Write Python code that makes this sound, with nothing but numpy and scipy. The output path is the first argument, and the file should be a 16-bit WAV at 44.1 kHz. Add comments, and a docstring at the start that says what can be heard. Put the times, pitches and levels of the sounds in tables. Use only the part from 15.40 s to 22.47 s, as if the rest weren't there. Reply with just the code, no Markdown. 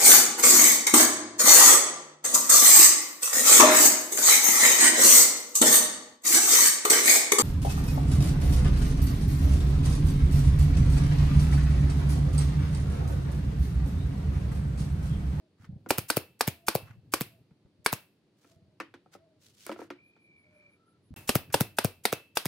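"""A pneumatic nail gun fixes battens to a pine panel on a workbench, in two short runs.
Each shot: valve hiss (noise), driver slam (noise cracks, damped wood and steel modes); some 70 ms later
the air vents as hiss and gliding pressure swings. Between runs a batten is laid on and the gun put down:
modal knocks, bumps and noise scuffs. A short dropout precedes the second run. The workshop answers with
a diffuse noise wash; gliding tones coo and whistle, noise chirps, over still air and low rumble."""
import sys
import numpy as np
from scipy import signal
from scipy.fft import rfft, irfft, next_fast_len
from scipy.io import wavfile
from scipy.ndimage import uniform_filter1d

SR = 44100
rng = np.random.default_rng(int(sys.argv[2]) if len(sys.argv) > 2 else 0)


def to_wav(s):
    """Save 16-bit WAV."""
    ch = np.atleast_2d(s).T  # columns
    pcm = np.round(np.clip(ch, -1, 1) * 32767)  # PCM
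    wavfile.write(sys.argv[1], SR, pcm.astype(np.int16))


N = 311787
T = np.arange(SR // 2) / SR  # time since an event (s)
LEFT_RIGHT = np.array([[1], [-1]])  # opposite signs on the two sides


def amp(db):
    """Decibels to gain."""
    return 10 ** (np.asarray(db) / 20)


def unit(x):
    """Scale to rms 1."""
    return x / np.sqrt(np.mean(x ** 2) + 1e-20)


def burst(x, seconds):
    """Scale a short sound to the energy of rms 1 held for that long."""
    return x * np.sqrt(seconds * SR / np.mean(np.sum(x ** 2, -1)))


def along(points, hz):
    """Interpolate (Hz, value) points on a log-frequency axis."""
    point_hz, value = np.transpose(points)
    return np.interp(np.log(hz + 1), np.log(point_hz + 1), value)


def curve(rows):
    """Interpolate (s, value) rows to one value per sample."""
    return np.interp(np.arange(N) / SR, *np.transpose(rows))


def filtered(x, response):
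    """Multiply the spectrum of x by a response of frequency."""
    n = x.shape[-1]
    padded = next_fast_len(n + 4096)
    spectrum = rfft(x, padded) * response(np.fft.rfftfreq(padded, 1 / SR))
    return irfft(spectrum, padded)[..., :n]


def noise(spectrum, size=len(T)):
    """Coloured mono noise of rms 1."""
    return unit(filtered(rng.standard_normal(size), lambda hz: amp(along(spectrum, hz))))


# Left-right likeness of diffuse sound. Each row: frequency in Hz, correlation 0-1.
LIKENESS = [(60, 1), (380, .9), (950, 0.73), (2400, 0.12), (6000, 0.2), (15000, 0.22)]


def diffuse(spectrum, size=len(T)):
    """Coloured noise from all sides: left and right are alike mainly in the bass."""
    def mid_side_gain(hz):
        angle = np.arccos(np.clip(along(LIKENESS, hz), -1, 1)) / 2
        return amp(along(spectrum, hz)) * [np.cos(angle), np.sin(angle)]

    mid, side = filtered(rng.standard_normal((2, size)), mid_side_gain)
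    return unit(np.array([mid + side, mid - side]))


def swell(rise, t60):
    """An envelope that builds up and dies away (both in s)."""
    return (1 - np.exp(-(T / rise) ** 2)) * amp(-60 * T / t60)


def ring(modes, scatter_db=4.5, detune=0.066):
    """Damped modes; each blow lands elsewhere, so strengths and pitches vary."""
    hz, db, t60 = np.transpose(modes)[:, :, None]
    level_draw, pitch_draw = rng.standard_normal((2, len(modes), 1))
    sign = (-1) ** np.arange(len(modes))[:, None]
    decay = amp(db + scatter_db * level_draw - 60 * T / t60)
    tone = np.sin(2 * np.pi * hz * (1 + detune * pitch_draw) * T)
    return np.sum(sign * decay * tone, 0)


def wide(modes, side_db, **chance):
    """A large vibrating surface reaches each side a little differently."""
    middle = ring(modes, **chance)
    side = filtered(ring(modes, **chance), lambda hz: 1j)
    return middle + amp(side_db) * side * LEFT_RIGHT


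def spray(spectrum, spread, size=SR // 8):
    """A short stretch of noise from a near source, partly scattered by the bench top."""
    sound = noise(spectrum, size=size) + spread * diffuse(spectrum, size=size)
    return np.pad(sound, [(0, 0), (0, len(T) - size)])


def add(track, s, sound, lag_ms=0):
    """Mix a sound in at time s (not before 0), reaching the left side lag_ms later than the right."""
    if lag_ms:
        sound = filtered(sound * np.ones((2, 1)),
                         lambda hz: np.exp(-1j * np.pi * hz * lag_ms / 1000 * LEFT_RIGHT))
    start = max(round(s * SR), 0)
    part = track[:, start:start + sound.shape[-1]]
    part += sound[..., :part.shape[-1]]


# Driver blows. Each row: time in s, batten level in dB, panel knock in dB, trigger hiss in dB.
SHOTS = [(.505, -24, -27.5, -34), (0.7006, -25.5, -36, -35.5), (1.008, -24, -40, -47.5),
         (1.2826, -24, -34.5, -36), (1.737, -25.5, -33, -38), (2.461, -20, -40.5, -44.5),
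         (5.8915, -22.5, -30, -31), (6.1414, -24, -25.5, -31.5), (6.3848, -25.5, -34.5, -41.5),
         (6.6529, -22.5, -37.5, -44.5), (6.9703, -25.5, -43.5, -35.5)]
# Nominal modes of the nailed batten. Each row: frequency in Hz, level in dB, t60 in s.
BATTEN_MODES = [(437, -6.5, 0.033), (835, 1, .02), (1257, 5, 0.013), (1535, 3, 0.019), (2428, 2.5, 0.017),
                (3390, -4, 0.02), (4570, -4.5, 0.0087)]
# Nominal modes of the panel on the bench. Each row: frequency in Hz, level in dB, t60 in s.
PANEL_MODES = [(220, -3, 0.2), (293, -1.5, 0.36), (345.4, 0, 0.37), (440.4, 0, .05), (552, -3, 0.091),
               (700, -3, 0.05), (910, -2, 0.035), (1346, -6, 0.034)]
# Nominal modes of the bench top. Each row: frequency in Hz, level in dB, t60 in s.
BENCH_MODES = [(95, -7, 0.18), (111.26, 0.5, 0.12), (135, -1.5, 0.055), (194, -2.5, 0.073)]
# Nominal modes of the gun's spring and casing. 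Each row: frequency in Hz, level in dB, t60 in s.
SPRING_MODES = [(2560, -6, 0.65), (2645, -1.5, 0.73), (2690, -4.5, 0.32), (2330, -8, .4)]
# Steel crack spectrum. Each row: frequency in Hz, level in dB per Hz.
CRACK_SPECTRUM = [(30, -44.5), (200, -22), (700, 9), (1900, 1.5), (4000, 1), (4800, 6.5), (6800, -3),
                  (8600, 3), (11000, 0.5), (14000, 0), (16000, -9)]
# Trigger valve hiss spectrum. Each row: frequency in Hz, level in dB per Hz.
TRIGGER_SPECTRUM = [(300, -21), (2000, -9), (4000, -10), (6000, -3.5), (8000, -3.5), (10000, -2.5),
                    (13000, -2.5), (16000, -9.5)]
CRACK_DB, SPRING_DB = -22, -60.5  # the driver's steel hits equally hard every time
FIRM_KNOCK_DB, BOOM_AT_FIRM_DB, BOOM_DB_PER_KNOCK_DB = -35.5, -49.5, 2


def shots():
    """The valve opens, the driver hits the nail, and the piston slams on its stop."""
    out = np.zeros((2, N))
    for s, wood_db, knock_db, hiss_db in SHOTS:
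        boom_db = BOOM_AT_FIRM_DB + BOOM_DB_PER_KNOCK_DB * (knock_db - FIRM_KNOCK_DB)

        hiss = spray(TRIGGER_SPECTRUM, spread=1.0) * swell(rise=0.006, t60=0.23)
        add(out, s - .019, amp(hiss_db) * burst(hiss, 0.008))

        batten = wide(BATTEN_MODES, side_db=-14, scatter_db=2, detune=0.073) * swell(rise=0.0005, t60=0.51)
        add(out, s, amp(wood_db) * burst(batten, 0.0088))

        # steel on steel: a first contact, then the stop a moment later
        contact = spray(CRACK_SPECTRUM, spread=0.93) * swell(rise=0.00077, t60=0.0032)
        add(out, s + 0.00077, amp(CRACK_DB) * burst(contact, 0.0035))
        stop = spray(CRACK_SPECTRUM, spread=1.2) * swell(rise=0.00048, t60=0.028)
        add(out, s + 0.002, amp(CRACK_DB) * burst(stop, 0.005))

        panel = wide(PANEL_MODES, side_db=-12.0) * swell(rise=0.00045, t60=.06)
        add(out, s + .001, amp(knock_db) * burst(panel, 0.037))
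        bench = wide(BENCH_MODES, side_db=-12) * swell(rise=0.00091, t60=0.069)
        add(out, s + 0.0007, amp(boom_db) * burst(bench, 0.008))
        spring = wide(SPRING_MODES, side_db=-4.5, detune=0.0013) * swell(rise=.001, t60=1.5)
        add(out, s, amp(SPRING_DB) * spring)
    return out


def puff(start_hz, end_hz, sag, rise, t60):
    """A slug of air: pressure swings that slow over sag (s) as the cylinder empties; pitch varies."""
    hz = end_hz + (start_hz - end_hz) * np.exp(-T / sag)
    pitch = np.exp(0.11 * rng.standard_normal())
    return -np.sin(2 * np.pi * np.cumsum(hz) / SR * pitch) * swell(rise, t60)


# Exhausts. Each row: time in s, hiss level in dB, pop in dB, thump in dB.
VENTS = [(.582, -17, -33, -30), (0.7682, -16.5, -20.5, -29), (1.076, -18, -38, -25.5),
         (1.3508, -20, -21, -29.5), (1.8086, -20.5, -37, -30.5), (2.5275, -17.5, -34.5, -32.5),
         (5.9535, -14, -22.5, -22.5), (6.2072, -14.5, -23.5, -21.5), (6.4454, -17.5, -25.5, -23.5),
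         (6.7263, -19, -23, -36), (7.055, -20, -34.5, -30.5)]
# Exhaust hiss spectrum. Each row: frequency in Hz, level in dB per Hz.
EXHAUST_SPECTRUM = [(200, -11), (1200, 4.5), (2000, -3.5), (3300, -3.5), (7000, -8.5), (10000, -3.5),
                    (13000, 0), (16000, 1)]
# Piston clack spectrum. Each row: frequency in Hz, level in dB per Hz.
CLACK_SPECTRUM = [(150, -17.5), (600, -7), (1500, -6), (1900, -6), (2450, 5), (3200, -18), (4700, -4.5),
                  (7000, -10.5), (16000, -13)]
# Air through the exhaust cap. Each row: frequency in Hz, level in dB per Hz.
BLEED_SPECTRUM = [(100, -44), (1000, -22), (1900, -13.5), (2450, -6.5), (2670, 1), (2950, -12),
                  (4500, -13.5), (6500, -20.5), (10000, -13.5), (14000, -13), (16000, -21)]
BLEED_DB, BLEED_T60_S = -51, 0.37  # the last air bleeds away after each vent


def vents():
    """The trigger is let go: air spits out, thumps, and the piston clacks home."""
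    out = np.zeros((2, N))
    for s, hiss_db, pop_db, thump_db in VENTS:
        spit = spray(EXHAUST_SPECTRUM, spread=0.42) * swell(rise=0.0024, t60=0.017)
        add(out, s - .006, amp(hiss_db - 19) * burst(spit, 0.0054))
        hiss = spray(EXHAUST_SPECTRUM, spread=0.98) * swell(rise=0.00072, t60=0.015)
        add(out, s, amp(hiss_db) * burst(hiss, 0.0023))

        pop = puff(start_hz=941, end_hz=295.5, sag=0.0026, rise=0.0029, t60=0.012)
        thump = puff(start_hz=265, end_hz=107.2, sag=0.0036, rise=0.0012, t60=0.039)
        # the jet points a new way each time, so it favours one side
        aim = amp(LEFT_RIGHT * (1.05 + .6 * rng.standard_normal()))
        add(out, s + .0015, aim * amp(pop_db) * burst(pop, 0.0049))
        add(out, s + 0.0031, aim * amp(thump_db) * burst(thump, .014), lag_ms=0.13 * rng.standard_normal())

        clack = spray(CLACK_SPECTRUM, spread=0.36) * swell(rise=0.0014, t60=0.0058)
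        add(out, s + 0.0079, amp(-31.5) * burst(clack, 0.003))
        bleed = diffuse(BLEED_SPECTRUM) * swell(rise=.006, t60=BLEED_T60_S)
        add(out, s + 0.0052, amp(BLEED_DB) * bleed)

        # a hard pop shakes the spring again
        spring = wide(SPRING_MODES, side_db=-3.0, detune=0.0011) * swell(rise=0.0017, t60=1.5)
        add(out, s + 0.014, amp(pop_db - 36) * spring)
        valve = spray(TRIGGER_SPECTRUM, spread=0.39) * swell(rise=0.0064, t60=0.031)
        add(out, s + 0.004, amp(hiss_db - 14.5) * burst(valve, 0.0015))
        bench = wide(BENCH_MODES, side_db=-13) * swell(rise=0.03, t60=3)
        add(out, s + 0.012, amp(thump_db - 27) * burst(bench, 0.03))
    return out


GAP_START_S, GAP_END_S = 5.7405, 5.762  # the dropout
# Left port's lead for the gun before the dropout. Each row: frequency in Hz, phase in rad.
LEAD_FIRST = [(150, .05), (600, .25), (1400, .65), (3000, -0.67), (5500, 1.2), (9500, -0.77), (14000, -.4)]
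# Left port's lead for the gun after it. Each row: frequency in Hz, phase in rad.
LEAD_SECOND = [(150, .02), (1400, .35), (5500, 0.094), (9500, -0.97), (14000, -1.9)]


def ports(x):
    """The two microphone ports catch the gun out of step, differently in each run."""
    first = np.arange(N) / SR < GAP_START_S
    out = np.zeros((2, N))
    for run, lead in [(first, LEAD_FIRST), (~first, LEAD_SECOND)]:
        out += filtered(x * run, lambda hz: np.exp(.5j * along(lead, hz) * LEFT_RIGHT))
    return out


def afterring():
    """After the dropout the sound returns in the dying ring of a shot: noise wash and spring modes."""
    out = np.zeros((2, N))
    # (Hz, dB per Hz)
    colour = [(40, 4), (100, 8.5), (200, 5.5), (700, -3.5), (1300, -8), (2500, -5.5), (3500, -10.5),
              (7000, -14.5), (12000, -9.5), (16000, -10.5)]
    wash = diffuse(colour) * swell(rise=0.00068, t60=0.4)
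    spring = ring(SPRING_MODES, detune=0.0015)
    add(out, GAP_END_S, amp(-44.5) * wash + amp(-57.0) * spring)
    return out


# Batten and gun set on wood. Each row: time in s, rap level in dB, panel level in dB.
KNOCKS = [(.2435, -56.5, -73), (0.4612, -56.5, -40), (2.108, -74, -69.5), (2.258, -80.5, -65.5),
          (3.045, -63.5, -58.5), (3.401, -33, -37.5), (3.54, -49, -47.5), (3.66, -73.5, -57.5),
          (3.75, -59, -47), (4.293, -43.5, -31), (4.316, -40.5, -35), (4.361, -58.5, -45.5),
          (4.391, -58, -39), (4.416, -51.5, -38.5), (4.503, -41, -37), (4.764, -69, -64.5),
          (6.102, -53.5, -72)]
# Wood contact spectrum. Each row: frequency in Hz, level in dB per Hz.
WOOD_SPECTRUM = [(30, -49.5), (150, -21), (600, -3.5), (1400, 5), (2300, -1.5), (3500, -13), (6000, -16),
                 (16000, -43.5)]
CLICK_RE_RAP_DB = -19
# as the gun is put down, its steel nose touches first
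NOSE_S, NOSE_RAP_DB, NOSE_PANEL_DB, NOSE_CLICK_DB = 4.265, -44.5, -44, -38.5
PANEL_LIGHT_HZ = 324  # a light contact hardly moves the panel below this


def knocks():
    """Wood and gun knock on the panel: noise raps and clicks, batten and panel modes, a second edge."""
    out = np.zeros((2, N))
    contacts = [(s, db, panel_db, db + CLICK_RE_RAP_DB) for s, db, panel_db in KNOCKS]
    contacts.append((NOSE_S, NOSE_RAP_DB, NOSE_PANEL_DB, NOSE_CLICK_DB))
    for s, db, panel_db, click_db in contacts:
        rap = burst(spray(WOOD_SPECTRUM, spread=.7) * swell(rise=.0005, t60=.04), .003)
        batten = burst(ring(BATTEN_MODES, scatter_db=3.0), 0.0023)
        panel = filtered(wide(PANEL_MODES, side_db=-12, scatter_db=3.5, detune=0.048),
                         lambda hz: (1j * hz / (1j * hz + PANEL_LIGHT_HZ)) ** 2)
        panel = burst(panel * swell(rise=.0008, t60=.45), 0.008)
        click = burst(spray(TRIGGER_SPECTRUM, spread=.9) * swell(rise=0.00053, t60=0.012), 0.0028)
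        add(out, s, amp(db) * (rap + batten) + amp(panel_db) * panel + amp(click_db) * click)

        # the other edge lands a few milliseconds later
        edge = spray(WOOD_SPECTRUM, spread=0.92) * swell(rise=.001, t60=.07)
        add(out, s + rng.uniform(0.0037, 0.0088), amp(db + 0.5) * burst(edge, 0.002))
    return out


# A hand settles on the bench. Each row: start in s, time between contacts in s, first contact in dB.
BUMPS = [(.197, 0.037, -53.5), (0.289, 0.033, -38), (1.426, 0.071, -46), (2.108, 0.14, -57),
         (3.158, .058, -57.5), (5.705, 0.016, -44.5)]
SETTLE_DB = 2.5  # each contact is this much softer than the last


def bumps(count):
    """A hand meets the bench in a few ever softer contacts, each ringing the bench modes."""
    out = np.zeros((2, N))
    for s, gap, db in BUMPS:
        for k in range(count):
            bench = wide(BENCH_MODES, side_db=-11.5, detune=0.12) * swell(rise=0.0045, t60=0.34)
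            add(out, s + k * gap, amp(db - k * SETTLE_DB) * burst(bench, 0.018))
    return out


# Hose, sleeve and palm. Each row: start in s, length in s, level in dB, share of palm on wood 0-1.
SCUFFS = [(0.172, .11, -62.5, 0.67), (1.388, 0.19, -61.5, 0.95), (2.922, 0.28, -70, 0.28),
          (3.703, .075, -61, 0.42), (3.978, 0.17, -63.5, 0.13), (4.1, 0.28, -57, 0.1),
          (4.349, 0.14, -57.5, 0.63), (4.92, 0.51, -76.5, 0.8)]
# Sliding hose and sleeve spectrum. Each row: frequency in Hz, level in dB per Hz.
SLIDE_SPECTRUM = [(590, -39), (1000, -19), (1080, -8), (2260, 3.5), (3150, 7), (5780, 7), (15500, -4.5)]


def scuffs():
    """Hose, sleeve and palm slide in grainy strokes that swell and fade; on wood they sound duller."""
    out = np.zeros((2, N))
    for s, length, db, wood in SCUFFS:
        grain = unit(filtered(rng.standard_normal(len(T)), lambda hz: np.exp(-hz / 120)))
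        stroke = np.abs(np.sin(np.pi * np.clip(T / length, 0, 1) ** 1.15)) ** 1.57
        rub = (1 - wood) * diffuse(SLIDE_SPECTRUM) + wood * diffuse(WOOD_SPECTRUM)
        add(out, s, amp(db) * stroke * unit(amp(3.4 * grain) * rub))
    return out


# Room decay. Each row: frequency in Hz, t60 in s.
ROOM_T60 = [(80, 0.33), (300, 0.22), (1000, 0.24), (2500, 0.26), (5000, 0.21), (9000, 0.16), (15000, 0.24)]
# Room colour. Each row: frequency in Hz, gain in dB.
ROOM_COLOUR = [(60, -20.5), (170, -17), (300, -3.5), (800, -5.5), (1400, -3), (2500, 2), (4000, 3.5),
               (7000, -4), (10000, 0.5), (15000, -6)]


def workshop(x, wet_db):
    """The room stores the energy of each band and lets it out as a diffuse, dying wash."""
    frames = dict(fs=SR, nperseg=512, noverlap=384)
    hz, t, z = signal.stft(x.mean(0), **frames)
    power = np.abs(z) ** 2
    # treble leaves the source differently in every direction, so its fine colour averages out
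    blur = np.clip(hz / 3500, 0, 1)[:, None]
    power = (1 - blur) * power + blur * np.abs(uniform_filter1d(power, size=15, axis=0))
    # share of energy kept from frame to frame
    keep = amp(-60 * t[1] / along(ROOM_T60, hz)) ** 2
    stored = np.array([signal.lfilter([1 - k], [1, -k], band) for k, band in zip(keep, power)])
    wash = signal.stft(diffuse([(20, 0), (20000, 0)], size=N), **frames)[2]
    wash = wash / np.sqrt(np.mean(np.abs(wash) ** 2))
    wash = wash * np.sqrt(stored) * amp(along(ROOM_COLOUR, hz))[:, None]
    out = np.zeros((2, N))
    add(out, .005, amp(wet_db) * signal.istft(wash, **frames)[1])
    return out


def call(length, start_hz, end_hz, waver, bend=1):
    """One gliding note (larger bend glides later), made to flutter and waver (rad) by its long way here."""
    u = np.linspace(0, 1, max(round(length * SR), 2))
    slow = filtered(rng.standard_normal((2, len(T))), lambda hz: np.exp(-(hz / (0.045 * start_hz)) ** 2))
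    flutter, drift = unit(slow)[:, :len(u)]
    phase = 2 * np.pi * np.cumsum(start_hz + (end_hz - start_hz) * u ** bend) / SR
    return np.abs(np.sin(np.pi * u)) ** 0.8 * amp(3.5 * flutter) * np.sin(phase + waver * drift)


# A far dove. Each row: start in s (clamped to 0), length in s, starting pitch in Hz, level in dB.
COOS = [(-.08, 0.087, 650, -68), (1.1, 0.34, 680, -65), (1.863, 0.17, 668, -71), (2.367, 0.32, 612, -68),
        (3.029, .35, 665, -70), (3.764, 0.23, 655, -67), (5.022, 0.32, 608, -67)]
COO_SAG = .08  # each coo holds its pitch, then bends down by this share
# Another bird. Each row: start in s, length in s, start pitch in Hz, end pitch in Hz.
WHISTLES = [(4.543, .21, 2330, 2460), (4.714, 0.43, 2430, 2223), (5.08, .31, 2350, 2340),
            (5.357, 0.23, 1320, 1342)]
WHISTLE_DB, WHISTLE_DB_PER_OCTAVE = -62.5, 9.5  # level at the first whistle's pitch; lower is softer
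# Settled chirp spectrum. Each row: frequency in Hz, level in dB per Hz.
CHIRP_SPECTRUM = [(7500, -38), (9400, -13), (10150, 0.5), (10900, -8), (12500, -34)]
CHIRP_START_S, CHIRP_PERIOD_S, CHIRP_LENGTH_S, CHIRP_DB = 4.625, 0.165, 0.1, -81
CHIRP_SAG, CHIRP_SAG_S = 0.06, 0.13  # the first chirp is this share higher; the run soon settles


def birds(count):
    """Far coos and whistles are gliding tones, left side first; high chirps are diffuse noise."""
    out = np.zeros((2, N))
    for s, length, hz, db in COOS:
        coo = call(length, hz, hz * (1 - COO_SAG), waver=.7, bend=2.5)
        add(out, s, amp(db) * coo, lag_ms=-0.17)
    for s, length, start_hz, end_hz in WHISTLES:
        db = WHISTLE_DB + WHISTLE_DB_PER_OCTAVE * np.log2(start_hz / WHISTLES[0][2])
        add(out, s, amp(db) * call(length, start_hz, end_hz, waver=0.86), lag_ms=-0.152)
    arch = np.sin(np.pi * np.clip(T / CHIRP_LENGTH_S, 0, 1))
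    for k in range(count):
        pitch = 1 + CHIRP_SAG * np.exp(-k * CHIRP_PERIOD_S / CHIRP_SAG_S)
        chirp = arch * diffuse([(pitch * hz, db) for hz, db in CHIRP_SPECTRUM])
        add(out, CHIRP_START_S + k * CHIRP_PERIOD_S, amp(CHIRP_DB) * chirp)
    return out


# Still air spectrum. Each row: frequency in Hz, level in dB per Hz.
AIR_SPECTRUM = [(15, -50.5), (25, -28.5), (108, -3), (195, 2), (249, -4), (293, 1.5), (796, -17.5),
                (1190, -20.5), (1330, -21.5), (3620, -23), (4490, -21.5), (5430, -29), (7500, -35),
                (10100, -34), (12900, -48), (16000, -48.5)]
# Low rumble of the work. Each row: time in s, level in dB before trim and lumps.
RUMBLE_LEVEL = [(0.0, -90), (0.21, -62), (0.49, -58), (1.06, -68.5), (1.46, -55.5), (2.89, -83),
                (3.11, -73), (4.43, -68.5), (4.75, -78), (5.51, -74), (6.1, -55), (7.07, -70)]
RUMBLE_TRIM_DB, LUMPS_DB, LUMPS_HZ = -2.5, 4, 18  # lumps: rms depth and pace


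def background():
    """Still workshop air and a low, lumpy rumble, both diffuse noise."""
    lumps = unit(filtered(rng.standard_normal(N), lambda hz: np.exp(-(hz / LUMPS_HZ) ** 2)))
    # (Hz, dB per Hz)
    rumble = diffuse([(25, -40.5), (60, -21.0), (95, -0.5), (140, -4), (220, -13.5), (400, -23.0),
                      (1500, -56.5)], size=N)
    rumble_db = curve(RUMBLE_LEVEL) + RUMBLE_TRIM_DB + LUMPS_DB * lumps
    return amp(-69.5) * diffuse(AIR_SPECTRUM, size=N) + amp(rumble_db) * rumble


def scene():
    """Gun and handling, close by, in the workshop."""
    gun = shots() + vents()
    handling = knocks() + bumps(count=3) + scuffs()
    near = ports(gun) + handling
    room = workshop(gun + handling, wet_db=-10.0)
    return near + room + background() + birds(count=7) + afterring()


TOP_HZ = 15900  # middle of the band-limit slope


def record(dry):
    """A brief dropout; the microphone sheds deep bass, rounds the highest peaks and has a band limit."""
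    t = np.arange(N) / SR
    highpass = signal.butter(2, 28, "highpass", fs=SR, output="sos")
    heard = signal.sosfilt(highpass, dry) * ((t < GAP_START_S) | (t > GAP_END_S))
    heard = heard / (1 + (heard / .6) ** 4) ** .25
    return filtered(heard, lambda hz: np.clip((TOP_HZ - hz) / 500 + .5, 0, 1))


dry = scene()
out = record(dry)
to_wav(out)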